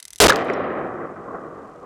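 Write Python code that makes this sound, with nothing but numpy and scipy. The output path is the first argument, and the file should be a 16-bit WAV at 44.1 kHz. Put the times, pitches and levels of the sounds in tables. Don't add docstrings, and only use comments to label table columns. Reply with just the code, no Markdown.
import sys
import numpy as np
from scipy import signal
from scipy.io import wavfile

SR = 44100
rng = np.random.default_rng(int(sys.argv[2]) if len(sys.argv) > 2 else 0)


def log_audio(samples):
    frames = np.atleast_2d(samples).T
    limited = np.clip(frames, -1, 1)
    pcm = np.round(limited * 32767).astype(np.int16)
    wavfile.write(sys.argv[1], SR, pcm)


def volts(x):
    e = np.asarray(x, float) / 20
    return 10 ** e


N = 81585

BANG_S = 0.2018
RAIL = 0.41


def time():
    return np.arange(N) / SR


def rms_one(x):
    return x / np.sqrt(np.mean(x ** 2) + 1e-20)


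def read(points, at, scale=np.log):
    x, y = np.transpose(points)
    return np.interp(scale(at), scale(x), y)


def dying(start, t60, hold=0.0):
    falling_s = np.maximum(time() - start - hold, 0)
    return (time() >= start) * volts(-60 * falling_s / t60)


def drift(rate):
    steps = rng.standard_normal(400)
    return np.interp(time() * rate, np.arange(400), steps)


def ring(clicks, hz, t60):
    r = volts(-60 / (t60 * SR))
    w = 2 * np.pi * hz / SR
    return signal.lfilter([0, np.sin(w)], [1, -2 * r * np.cos(w), r * r], clicks + 1e-18)


def low_pass(x, hz, order):
    return signal.sosfilt(signal.butter(order, hz, fs=SR, output="sos"), x)


def band(x, low_hz, high_hz, order=2):
    edges = [low_hz, min(high_hz, 0.45 * SR)]
    return signal.sosfilt(signal.butter(order, edges, "band", fs=SR, output="sos"), x)


def coloured(white, spectrum, change_db=lambda hz: 0):
    edges = 25 * 2 ** np.arange(0, 9.6, 1 / 3)
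    centres = np.sqrt(edges[1:] * edges[:-1])
    power = np.sum(volts(read(spectrum, centres)) ** 2 * np.diff(edges))
    out = np.zeros(N)
    for k, hz in enumerate(centres):
        noise = band(white[k % 2], edges[k], edges[k + 1], order=4)
        out += volts(read(spectrum, hz) + change_db(hz)) * noise
    return out / np.sqrt(power / (SR / 2))


def grains(rate, spread_db):
    sizes = volts(spread_db * np.minimum(rng.exponential(1, (2, N)), 3))
    signs = rng.choice([-1, 1], (2, N))
    return sizes * signs * (rng.random((2, N)) < rate / SR)


# f/Hz, level/dB per Hz
AIR_AND_HISS = [(40, 26.5), (200, 1.5), (850, -3), (2000, -0.5), (4000, -13.5), (8000, -11), (11000, -20.5),
                (16000, -24.5)]


def floor():
    duck_db, recover_db_per_s, settle_db = -22, 38.5, 1.5
    since_s = time() - BANG_S
    gain_db = (since_s > 0) * np.minimum(duck_db + recover_db_per_s * since_s, settle_db)
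    return volts(-55 + gain_db) * coloured(rng.standard_normal((2, N)), AIR_AND_HISS)


# t/s, peak level/dB
MOTOR_STEPS = [(.0004, -26), (.0263, -24), (.0409, -42), (.0523, -23), (.0764, -42), (.0802, -27),
               (.1047, -27), (.1274, -40), (.1316, -24), (.1475, -42), (.1583, -24), (.1805, -36),
               (.1845, -27)]
# f/Hz, level/dB, t60/s
HOUSING_MODES = [(2070, -9, 0.054), (3870, -14.5, 0.026), (5520, -13, 0.052), (6000, -13.5, 0.01),
                 (6140, -2.5, 0.033), (7076, -41, 0.019), (7930, 0.5, 0.017), (8800, 3.5, 0.011),
                 (9870, -12, 0.0221), (10830, 5.5, 0.013), (11950, -35, 0.019), (12280, -34, 0.016)]


def lens_motor():
    mode_db = -10
    rattle_db, rattle_t60_s = -22, 0.045
    snap_db, snap_t60_s = -9, 0.014
    steps = np.array(MOTOR_STEPS)
    strike_s = steps[:, 0] + 0.0006
    ringing = np.zeros(N)
    for hz, db, t60 in HOUSING_MODES:
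        clicks = np.zeros(N)
        uneven_db = rng.normal(0, 1, len(steps))
        clicks[(strike_s * SR).astype(int)] = volts(steps[:, 1] + db + mode_db + uneven_db)
        ringing += ring(clicks, hz, min(0.7 * t60, 0.022))
    rattle = np.zeros(N)
    for s, db in zip(strike_s, steps[:, 1]):
        rattle += volts(db + rattle_db) * dying(s, rattle_t60_s)
        rattle += volts(db + snap_db) * dying(s, snap_t60_s)
    noise = rms_one(band(rng.standard_normal(N), 3000, 11000))
    return band(ringing + rattle * noise, 1600, 17000)


# t/s, level/dB
ECHO_LOUDNESS = [(0.305, -8), (0.313, -20), (0.403, -24.5), (0.445, -27.5), (0.489, -25.5), (0.845, -28),
                 (0.863, -28), (0.881, -29), (1.117, -32), (1.151, -36), (1.337, -34), (1.353, -26.5),
                 (1.367, -33.5), (1.809, -40), (1.85, -37.5)]
# f/Hz, level/dB per Hz
ECHO_COLOUR = [(40, -11.5), (420, 3), (750, -2), (910, -10.5), (1230, -4.5), (1800, -8.5), (4000, -40.5),
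               (16000, -105)]
# f/Hz, loss/dB per s
PATH_LOSS = [(100, -0.5), (400, 4), (800, 5), (1250, -1), (1900, 14), (4000, 45.5), (8000, 111),
             (16000, 124)]


def woods():
    patchy_db = 0.98
    age_s = time() - BANG_S - 0.49
    together = drift(36)

    def change_db(hz):
        path_db = np.minimum(-read(PATH_LOSS, hz) * age_s, 30.0)
        return path_db + patchy_db * (together + drift(23))

    echoes = coloured(rms_one(grains(1800, 4.0)), ECHO_COLOUR, change_db)
    echoes = echoes + volts(-29) * ring(echoes, hz=1281, t60=0.0079)
    return volts(read(ECHO_LOUDNESS, time(), scale=np.asarray)) * echoes * (time() > BANG_S)


# t/s, level/dB, f/Hz, t60/s
HOUSING_SLAPS = [
    (0.2971, 20, 1270, 0.018),
    (.3025, 17.5, 1703, 0.012),
    (0.27, 13.5, 1502, 0.0067),
    (0.3222, 3, 1450, 0.0084),
    (.4998, -10, 2060, 0.0083),
    (.538, -33, 5530, 0.017),
]
# t/s, peak level/dB, f/Hz, t60/s
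LANDINGS_AND_TICKS = [(0.3317, -17, 4930, 0.0096), (.345, -43, 11000, 0.0072), (0.3592, -3, 4470, 0.0067),
                      (0.3594, -17.5, 11000, 0.01), (.367, -24, 7500, 0.0047), (.374, -36, 12500, 0.0046),
                      (.379, -39, 12500, .006), (.391, -23.5, 4800, 0.0048), (.398, -44, 11860, 0.0055),
                      (.412, -45, 9000, .006), (.422, -51, 10100, 0.0052), (0.4477, -35.5, 10600, 0.0068),
                      (0.454, -40.5, 7500, 0.0046), (.461, -57, 8000, .005), (0.4728, -37, 7400, 0.0039),
                      (0.501, -30.5, 4000, 0.012), (.517, -48, 8000, 0.0039), (0.534, -43, 5940, 0.0071),
                      (0.5345, -31.5, 4780, 0.011), (1.256, -52, 6000, .006), (1.315, -53, 8000, .015),
                      (1.577, -48, 4000, .008), (1.675, -47, 4500, .008), (1.716, -49, 4000, .006),
                      (1.76, -48, 5000, .018), (1.812, -49, 6000, .006), (1.832, -47, 5000, .008),
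                      (.2955, 9.5, 4850, .012)]


def shreds():
    out = np.zeros(N)
    for s, db, hz, t60 in HOUSING_SLAPS:
        tone = dying(s, t60) * np.sin(2 * np.pi * hz * (time() - s))
        out += volts(db) * band(tone + 1e-18, hz / 2.0, hz * 1.39)
    noise = rng.standard_normal(N)
    for s, db, hz, t60 in LANDINGS_AND_TICKS:
        out += volts(db - 4) * band(dying(s, t60) * noise + 1e-18, hz / 1.5, hz * 1.6)
    patter = grains(110, 3.0) * np.clip(time() - 0.6, 0, 0.9)
    bright, dull = band(patter[0], 5000, 10000), band(patter[1], 2500, 7000)
    return out + volts(-47) * (bright + dull)


# f/Hz, level/dB per Hz
ROAR_COLOUR = [(60, 1.5), (200, -7), (420, 6.5), (1100, -9), (2500, -16), (6500, -28.5), (16000, -49.5)]
# t/s, push/overload points
GUST_PUSH = [
    (.2708, 0),
    (.2713, 8),
    (.281, 8),
    (.282, 2.5),
    (.295, 2),
    (.2962, 0),
]


def blast():
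    white = rng.standard_normal((2, N))
    roar = volts(8) * coloured(white, ROAR_COLOUR) * dying(BANG_S, t60=0.01, hold=0.062)

    crack = volts(11) * rms_one(band(rng.standard_normal(N), 1500, 9000))
    crack = crack * dying(BANG_S, t60=0.19) * (time() < GUST_PUSH[2][0])

    spattering = (time() > 0.2812) * (time() < 0.297)
    drops = volts(11) * low_pass(np.abs(grains(1700, 1.0)[0]) * spattering, 5500, order=2)

    mist = volts(-33.5) * rms_one(band(rng.standard_normal(N), 2500, 9000))
    mist = mist * dying(GUST_PUSH[-1][0], t60=0.1)

    kick = 20 * dying(BANG_S, t60=0.001)
    gust = RAIL * read(GUST_PUSH, time(), scale=np.asarray)
    return roar + crack + mist - drops - kick + gust


def scene():
    return (floor() + lens_motor() + woods() + shreds() + blast())[None]


def band_limit(x):
    return signal.sosfilt(signal.butter(12, 17720, fs=SR, output="sos"), x)


def record(dry):
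    settled, first, bite_s = 0.52, 1.0, 0.0012
    since_s = np.maximum(time() - BANG_S, 0)
    limit = settled + (first - settled) * np.exp(-since_s / bite_s)
    rail = RAIL * limit / settled
    x = np.clip(dry, -rail, rail)
    x = signal.lfilter(*signal.butter(1, 150, "high", fs=SR), x)
    x = low_pass(np.clip(x, -limit, limit), 16500, order=8)
    x = signal.lfilter(*signal.butter(1, 9000, fs=SR), x)
    return band_limit(x)


dry = scene()
out = record(dry)
log_audio(out)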